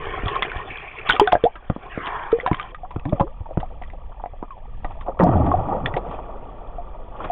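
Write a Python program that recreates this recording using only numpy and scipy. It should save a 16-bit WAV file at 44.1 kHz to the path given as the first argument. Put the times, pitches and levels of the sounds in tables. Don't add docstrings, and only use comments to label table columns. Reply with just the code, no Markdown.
import sys
import numpy as np
from scipy import signal
from scipy.fft import rfft, irfft, next_fast_len
from scipy.io import wavfile
from scipy.ndimage import uniform_filter1d, minimum_filter1d, map_coordinates

SR = 44100
rng = np.random.default_rng(int(sys.argv[2]) if len(sys.argv) > 2 else 0)


def persist_wave(psi):
    counts = np.round(np.clip(psi, -1, 1) * 32767).astype(np.int16)
    wavfile.write(sys.argv[1], SR, np.atleast_2d(counts).T)


N = 322371
T = np.arange(N) / SR
PLUNGE_S = 5.199
PINCH_S = PLUNGE_S + 0.036

# f/Hz, gain/dB
FIZZ_EQ = [(900, -24), (1700, 1), (2400, 4), (2850, -4.5), (3350, -1.5), (4200, -28)]
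KNOCK_EQ = [(60, -7), (250, 12.5), (650, 4.5), (1200, -2), (1600, -16), (3500, -27), (5000, -72.5)]
SPRAY_EQ = [(300, -14), (1000, -1), (1900, 3.5), (2600, -1), (3300, -8), (3800, -3.5), (4600, -29)]


def amp(db):
    return 10 ** (np.asarray(db) / 20)


def unit(x):
    return x / np.sqrt(np.mean(x ** 2) + 1e-20)


def at_peak(x, db):
    return amp(db) * x / np.abs(x).max()


def add(track, s, sound):
    part = track[max(round(s * SR), 0):][:len(sound)]
    part += sound[:len(part)]


def during(start, end, fade):
    return np.clip(1 + np.minimum(T - start, end - T) / fade, 0, 1)


def swell(crest, db, rise, fall, hold=0):
    return amp(db - rise * np.maximum(crest - T, 0) - fall * np.maximum(T - crest - hold, 0))


def after_plunge(db, fall):
    return swell(PLUNGE_S, db, 4000, fall)


def together(gains):
    return np.sqrt(sum(g ** 2 for g in gains))


def wobble(rate):
    return map_coordinates(rng.standard_normal(int(N * rate / SR) + 4), [T * rate])


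def eq(x, points):
    size = 2 * next_fast_len(len(x) // 2 + 2048)
    hz, db = np.transpose(points)
    gain = amp(np.interp(np.log(np.fft.rfftfreq(size, 1 / SR) + 1), np.log(hz), db))
    cepstrum = irfft(np.log(gain))
    cepstrum[1:size // 2] *= 2
    cepstrum[size // 2 + 1:] = 0
    return irfft(rfft(x, size) * np.exp(rfft(cepstrum)), size)[:len(x)]


def burst(t, t60):
    return rng.standard_normal(len(t)) * amp(-60 * t / t60)


def ring(t, hz, t60, rise=0):
    phase = 2 * np.pi * hz * t * (1 + rise * t / 2)
    return -np.sin(phase) * amp(-60 * t / t60) * (1 - np.exp(-2 * hz * t))


def cluster(count, hz, scatter, spacing, t60):
    out, t = np.zeros(SR // 8), T[:SR // 8]
    for k, (detune, delay) in enumerate(rng.uniform(-0.82, 1, (count, 2))):
        pitch = hz * np.exp(scatter * detune * min(k + 1, 3))
        add(out, k * spacing * (1 + delay / 2), amp(-2.6 * k) * ring(t, pitch, t60, rise=1.6))
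    return unit(out)


def swarm(start, end, colour, rate, band_hz, cycles, spread_db, noise_db):
    low_hz, high_hz = band_hz
    span = during(start, end, fade=0.006)
    pitch, length, strength, onset = np.hsplit(rng.random((int(rate * (end - start)), 4)), 4)
    hz = low_hz * (high_hz / low_hz) ** pitch
    life = cycles / hz * (0.5 + length)
    birth = np.minimum((start + (end - start) * onset) * SR, N - 1).astype(int)
    clump_db = 1.8 * wobble(35)[birth]
    gain = amp(clump_db - spread_db * np.log(np.maximum(strength, 0.04))) * hz / high_hz
    age = np.arange(int(cycles / low_hz * SR))
    rings = gain * ring(age / SR, hz, life, rise=0.23 / life)
    grains = np.bincount((birth + age).ravel(), rings.ravel(), N)[:N]
    mix = unit(grains) + amp(noise_db) * unit(span * rng.standard_normal(N))
    return unit(eq(mix, colour)) * np.sqrt(span.mean())


def patchy(x, depth_db):
    spectrum = signal.stft(x, nperseg=512)[2]
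    field = uniform_filter1d(rng.standard_normal(spectrum.shape), size=3, axis=0)
    field = unit(uniform_filter1d(field, size=7, axis=1))
    return signal.istft(spectrum * amp(depth_db * (field - 0.08 * depth_db)), nperseg=512)[1][:N]


def scattered(x):
    t = T[:SR // 10]
    tail = burst(t, t60=0.048) * (1 - np.exp(-t / 0.026))
    return x + amp(-11.5) * signal.fftconvolve(x, tail / np.linalg.norm(tail))[:N]


def hollowed(x):
    # f/Hz, width/Hz, depth/dB
    notches = [(1046, 42, 11.5), (1620, 150, 1), (2170, 180, 7), (2640, 74, 2.5)]
    hz = np.arange(1, 4000, 10)
    cut_db = sum(db * np.exp(-((hz - centre) / width) ** 2) for centre, width, db in notches)
    return eq(x, np.c_[hz, -cut_db])


def sway():
    # f/Hz, gain/dB
    rumble_eq = [(10, 2), (22, -1.5), (50, -8), (90, -19.5), (200, -28), (400, -53)]
    # t/s, relative level/dB
    ride = [(0.0, -39.5), (0.2, -41.5), (0.83, -49.5), (3.5, -37.5), (3.73, -35), (4.48, -43), (4.8, -32.5),
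            (5.05, -37), (7.25, -37.5)]
    rumble = unit(eq(rng.standard_normal(N), rumble_eq))
    return rumble * amp(np.interp(T, *np.transpose(ride)) + 2 + 0.92 * wobble(28))


def sea():
    # f/Hz, gain/dB
    murmur_eq = [(90, -5.5), (250, 4), (450, 0), (700, 1), (1020, -1), (1160, 0), (1550, -19), (2200, -28),
                 (3500, -49.5)]
    # t/s, murmur level/dB, fizz level/dB
    swirls = [(3.161, -34.5, -53.5), (3.64, -38.5, -59), (3.85, -47, -60.5), (4.919, -40.5, -54),
              (5.111, -36, -68.5), (5.879, -30.5, -65), (6.131, -34.5, -47), (7.249, -30.5, -42.5)]
    calm_murmur, calm_fizz = amp(-49.5), amp(-61.5)
    murmur_swells = [swell(s, db, rise=145.5, fall=135.5) for s, db, _ in swirls]
    fizz_swells = [swell(s, db, rise=145.5, fall=135.5) for s, _, db in swirls]
    murmur_gain = together([calm_murmur, after_plunge(-31, fall=7.5)] + murmur_swells)
    fizz_gain = together([calm_fizz, after_plunge(-51, fall=7.5)] + fizz_swells)
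    stray = swarm(0, PLUNGE_S, murmur_eq, 300, (450, 1300), cycles=22, spread_db=3, noise_db=1)
    dense = swarm(PLUNGE_S, T[-1], murmur_eq, 1200, (400, 1500), cycles=26, spread_db=2.5, noise_db=4)
    fizz = swarm(0, T[-1], FIZZ_EQ, 250, (1600, 3800), cycles=30, spread_db=1.5, noise_db=10)
    return murmur_gain * (stray + dense) + fizz_gain * fizz


def gurgles():
    # t/s, peak level/dB, f/Hz
    cues = [(2.848, -27.5, 1020), (3.27, -30, 987), (3.458, -28.5, 880), (3.49, -31.5, 605),
            (3.508, -25, 633), (4.118, -32.5, 965), (4.198, -28.5, 964), (4.335, -32, 690),
            (4.577, -34, 673), (6.14, -23, 740)]
    out = np.zeros(N)
    for s, db, hz in cues:
        add(out, s, at_peak(cluster(3, hz, scatter=0.11, spacing=0.004, t60=0.018), db))
    return out


def wash():
    # f/Hz, gain/dB
    sheet_eq = [(60, -4), (120, -1), (240, -13), (420, 6), (540, -5.5), (760, 1.5), (930, -10), (1060, 3),
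                (1270, -6.5), (1600, -6.5), (1860, -4), (2000, -13.5), (2330, -5), (2780, -13),
                (3280, -11.5), (3650, -20.5), (4400, -29.5)]
    # crest t/s, hold/s, level/dB
    waves = [(0.02, 0.077, -31), (0.263, 0.083, -30), (0.489, 0.15, -33), (0.809, 0.028, -45.5),
             (0.933, 0.041, -42.5), (1.154, 0.011, -31), (2.018, 0.19, -30.5), (2.571, 0.016, -39.5)]
    drain_start_s, drain_end_s, wash_end_s = 1.92, 2.33, 2.72
    ripple = amp(1.4 * wobble(25) + 1.2 * wobble(110))
    flow = ripple * together(swell(s, db, rise=69.5, fall=56, hold=hold) for s, hold, db in waves)
    sheet = swarm(0, wash_end_s, sheet_eq, 1800, (700, 4000), cycles=24, spread_db=2.5, noise_db=4)
    glide_hz = 998 + (1930 - 998) * np.exp(-np.maximum(T - drain_start_s, 0) / 0.083)
    phase = 2 * np.pi * np.cumsum(glide_hz) / SR
    low, high = [wobble(width_hz) * np.sin(ratio * phase) + wobble(width_hz) * np.cos(ratio * phase)
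                 for ratio, width_hz in [(0.93, 340), (1.4, 900)]]
    film = unit(low + amp(-3) * high)
    draining = 0.76 * during(drain_start_s, drain_end_s, fade=0.047)
    foam = swarm(0.7, 1.09, FIZZ_EQ, 400, (2100, 2700), cycles=50, spread_db=1.5, noise_db=-6)
    return flow * ((1 - 0.64 * draining) * patchy(sheet, depth_db=4) + draining * film + amp(1) * foam)


def spits():
    # t/s, peak level/dB, f/Hz
    cues = [(0.2586, -18.5, 3300), (0.2807, -17.5, 3420), (0.355, -16.5, 1235), (0.4225, -9.5, 1073),
            (0.4238, -7.5, 3340), (0.4289, -7, 2030), (0.5162, -17.5, 1460), (1.0934, -6, 927),
            (1.107, -7, 3300), (1.132, -12.5, 3250), (1.154, -17.5, 3370), (1.164, -14.5, 1230),
            (1.202, -10.5, 3250), (1.274, -11, 3510), (1.32, -20.5, 766), (1.3239, -10, 3350),
            (1.4394, -12.5, 3420), (2.059, -22, 3280), (2.3181, -20.5, 1310), (2.409, -29, 3360),
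            (2.463, -13.5, 1020), (2.474, -15.5, 1700), (2.53, -17.5, 2180), (2.5437, -15.5, 1075),
            (2.546, -21.5, 3150), (2.568, -28.5, 3320), (2.5974, -13, 1205), (2.613, -26.5, 3160),
            (2.628, -24.5, 3180), (2.746, -24, 1235), (.773, -23, 3260), (2.996, -31, 2580),
            (3.053, -28, 1800), (3.094, -33, 3440), (3.821, -31.5, 2040), (3.836, -30, 1930),
            (3.901, -33, 2010), (4.258, -34.5, 1980), (4.507, -40, 2430), (4.846, -22.5, 1900),
            (5.8587, -11.5, 1850), (5.8602, -11.5, 3440), (5.9393, -20.5, 1920)]
    out, t = np.zeros(N), T[:SR // 8]
    for s, db, hz in cues:
        snap = unit(eq(burst(t, t60=0.02), SPRAY_EQ))
        ping = unit(ring(t, hz, t60=42 / hz))
        add(out, s, at_peak(ping + amp(-3) * snap, db))
    return out


def slaps():
    # t/s, peak level/dB, f/Hz, spray trim/dB
    cues = [(.283, -17.5, 840, -7), (1.098, -5, 980, -3.5), (1.32, -10, 902, -7),
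            (1.555, -27.5, 1370, -17.5), (2.068, -14.5, 990, -9), (2.907, -26.5, 834, -21),
            (3.053, -25, 750, -29), (3.1972, -9, 667, -27), (3.601, -28, 810, -11.5),
            (3.815, -27, 745, -41), (3.933, -30.5, 705, -28), (4.426, -26, 985, -48),
            (4.845, -20, 735, -30), (4.907, -30, 920, -27), (5.009, -30, 1060, -16), (5.063, -26, 774, -32),
            (5.082, -13.5, 672, -48), (5.192, -17, 1182, -22.5), (5.462, -18, 614, -25),
            (5.686, -16.5, 850, -44), (5.965, -13, 590, -21.5), (6.111, -23.5, 810, -23),
            (6.187, -23, 803, -43), (7.203, -21, 997, -41), (7.243, -20, 1175, -18.5)]
    out, t = np.zeros(N), T[:SR // 8]
    for s, db, hz, spray_db in cues:
        splat = burst(t, t60=0.022) * (1 - np.exp(-t / 0.0067))
        body = cluster(8, hz, scatter=0.16, spacing=0.0028, t60=0.033)
        body += amp(-12) * unit(eq(splat, KNOCK_EQ))
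        spray = cluster(5, 3000, scatter=0.1, spacing=0.0048, t60=0.0054)
        spray += amp(7.5) * unit(eq(splat, SPRAY_EQ))
        add(out, s, at_peak(body + amp(spray_db + 2) * spray, db))
    return out


def pockets():
    # t/s, level/dB, f/Hz, knock relative to thump/dB
    cues = [(0.234, -11.5, 56, -7.5), (0.258, -5.5, 91.5, -22), (0.558, -13.5, 55.2, -19),
            (1.437, -13.5, 150, -6.5), (1.699, -1, 140.4, -8.5), (1.762, -16.5, 173, -2.5),
            (1.9749, -13, 116.3, -2.5), (2.513, 5.5, 139, -10), (2.961, -5, 109, -12.5),
            (3.129, 2, 135, -18), (3.208, 0.5, 128, -10.5), (3.405, -11.5, 70.2, -25), (3.573, 4, 147, -15),
            (4.233, -31, 231, -10.5), (4.427, -16, 289, -2.5), (5.366, -5.5, 83.5, -16.5),
            (5.473, -12, 119, -11), (7.256, -17, 150, -8.5)]
    out, t = np.zeros(N), T[:SR // 6]
    for s, db, hz, knock_db in cues:
        knock = at_peak(eq(burst(t, t60=0.019), KNOCK_EQ), knock_db)
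        thump = ring(t, hz, t60=2.86 / hz, rise=7.8)
        add(out, s, amp(db) * (thump + knock))
    return out


def bubbles():
    # t/s, level/dB, f/Hz, t60/s, relative pitch rise/(1/s)
    cues = [(1.0922, -1, 3730, 0.011, 0), (1.0978, 5.5, 1486, 0.029, -2), (1.1232, -7.5, 3100, 0.015, -1),
            (1.197, 14, 933, 0.016, -9), (1.1975, -5, 3070, 0.018, 0), (1.2138, -3, 401.5, 0.11, 1.5),
            (1.2732, -11, 733, 0.082, 0.5), (1.2754, -5, 1490, 0.019, 3), (1.3238, -0.5, 930, 0.017, 9),
            (1.3302, 9.5, 696, 0.021, -4.5), (1.3527, 6, 649, .015, -9), (1.3532, -10.5, 1610, 0.022, 2),
            (1.4385, 0, 471, 0.045, 0.5), (2.3278, -3.5, 443, 0.091, 2.5), (2.386, -12, 540, 0.013, -7),
            (2.432, -26, 478, 0.33, 5), (2.4, -15.5, 2030, 0.023, -3), (2.4625, -2.5, 990, 0.025, 5.5),
            (2.4745, -14, 725, 0.083, 5.5), (2.514, -11.5, 900, 0.039, 19.5), (2.833, -24.5, 714, 0.095, 3),
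            (3.054, -19, 108, 0.22, 15), (3.055, -22.5, 253, 0.17, 8), (3.1244, -12.5, 624, 0.094, -4),
            (3.209, -12.5, 550, 0.089, -0.5), (3.2109, -6.5, 1075, .024, -16),
            (3.229, -27.5, 279.6, 0.23, 14.5), (3.63, -16, 778, 0.031, -6), (4.2385, -10.5, 780, 0.014, -5),
            (4.2595, -15, 713, 0.018, -1), (4.506, -28, 1146, 0.14, -4.5), (5.1989, 2, 546, 0.023, -1),
            (5.243, -9.5, 698, 0.14, 2), (5.37, -12, 732, 0.056, 1.5), (5.399, -10.5, 252, 0.071, 3.5),
            (5.438, -16.5, 339, .07, -2), (5.516, -8.5, 1110, 0.052, -2), (5.5398, -5.5, 690, 0.052, 10.5),
            (5.966, -17.5, 405, 0.065, -6.5), (6.783, -20, 683, 0.059, 1.5),
            (7.299, -14.5, 713, .084, -0.5)]
    out, t = np.zeros(N), T[:SR // 4]
    push = -t / 0.002 * np.exp(-t / 0.00031)
    for s, db, hz, t60, rise in cues:
        add(out, s, amp(db) * (ring(t, hz, t60, rise) + amp(3.5) * push))
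    return out


def glug():
    start_s, hz, rise_hz_per_s = 1.4525, 600, 12000
    t = np.maximum(T - start_s, 0)
    tone = np.sin(2 * np.pi * t * (hz + rise_hz_per_s * t / 2) + 0.25 * wobble(250))
    return tone * swell(start_s, -11, rise=9000, fall=2294, hold=0.017)


def slams():
    out, t = np.zeros(N), T[:SR // 20]
    for k in range(5):
        hz = 950 * np.exp(0.06 * rng.standard_normal())
        add(out, PLUNGE_S + k * 0.0089, amp(-1.5) * ring(t, hz, t60=0.0078))
    return out


def double_click():
    out, t = np.zeros(N), T[:SR // 50]
    for s in (PINCH_S, PINCH_S + 0.0042):
        click = eq(burst(t, t60=0.004), [(4500, -1), (7000, -13.5), (15000, -31)])
        add(out, s, at_peak(click, -29.5))
    return out


def cavity():
    start_hz, end_hz, sink_s, life_s, boom_hz = 440, 61.1, 0.063, 0.26, 182
    hz = end_hz + (start_hz - end_hz) * np.exp(-np.maximum(T - PLUNGE_S, 0) / sink_s)
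    envelope = after_plunge(-20.5, fall=12.5) * during(PLUNGE_S, PLUNGE_S + life_s, fade=0.0058)
    gulp = envelope * amp(1.1 * wobble(51)) * np.sin(2 * np.pi * np.cumsum(hz) / SR)
    boom = swell(PINCH_S, -8, rise=751, fall=751) * np.sin(2 * np.pi * boom_hz * T)
    return gulp + boom


def cloud():
    # f/Hz, gain/dB
    large_eq = [(40, -27.5), (80, 3), (170, -1.5), (330, -5.5), (500, -42)]
    small_eq = [(200, 7.5), (450, -10.5), (750, -0.5), (950, -7), (1150, -9.5), (1550, -25), (1870, -10),
                (3300, -30.5), (4200, -71.5)]
    # crest t/s, hold/s, level/dB
    churns = [(5.188, 0.02, -13), (5.426, 0.026, -24), (5.711, 0.044, -23)]
    end_s = PLUNGE_S + 0.9
    large = swarm(PINCH_S, end_s, large_eq, 120, (70, 350), cycles=11, spread_db=1, noise_db=-7)
    small = swarm(PLUNGE_S, end_s, small_eq, 600, (330, 1500), cycles=30, spread_db=1.5, noise_db=-8)
    surges = [swell(s, db, rise=699, fall=245, hold=hold) for s, hold, db in churns]
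    small_gain = together(surges + [after_plunge(-19.5, fall=23)])
    return after_plunge(-18.5, fall=26.5) * large + small_gain * small


def scene():
    # f/Hz, gain/dB
    case_eq = [(3, -13), (20, 6), (3500, -2.5), (3900, -16), (4400, -18.5), (5200, -47.5), (8000, -77.5)]
    near = scattered(bubbles() + glug() + pockets() + slaps() + spits()) + slams()
    deep = hollowed(sway() + sea() + scattered(gurgles()) + cavity() + cloud())
    return (eq(near + wash() + deep, case_eq) + double_click())[None]


def record(dry):
    ceiling, hardness, hold, least_gain, top_hz = 0.72, 24, SR // 200, 0.55, 15500
    needed = np.clip(0.92 * ceiling / (np.abs(dry) + 1e-9), least_gain, 1)
    limited = dry * uniform_filter1d(minimum_filter1d(needed, hold), hold)
    saturated = limited / (1 + np.abs(limited / ceiling) ** hardness) ** (1 / hardness)
    return signal.sosfilt(signal.butter(12, top_hz, fs=SR, output="sos"), saturated)


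dry = scene()
out = record(dry)
persist_wave(out)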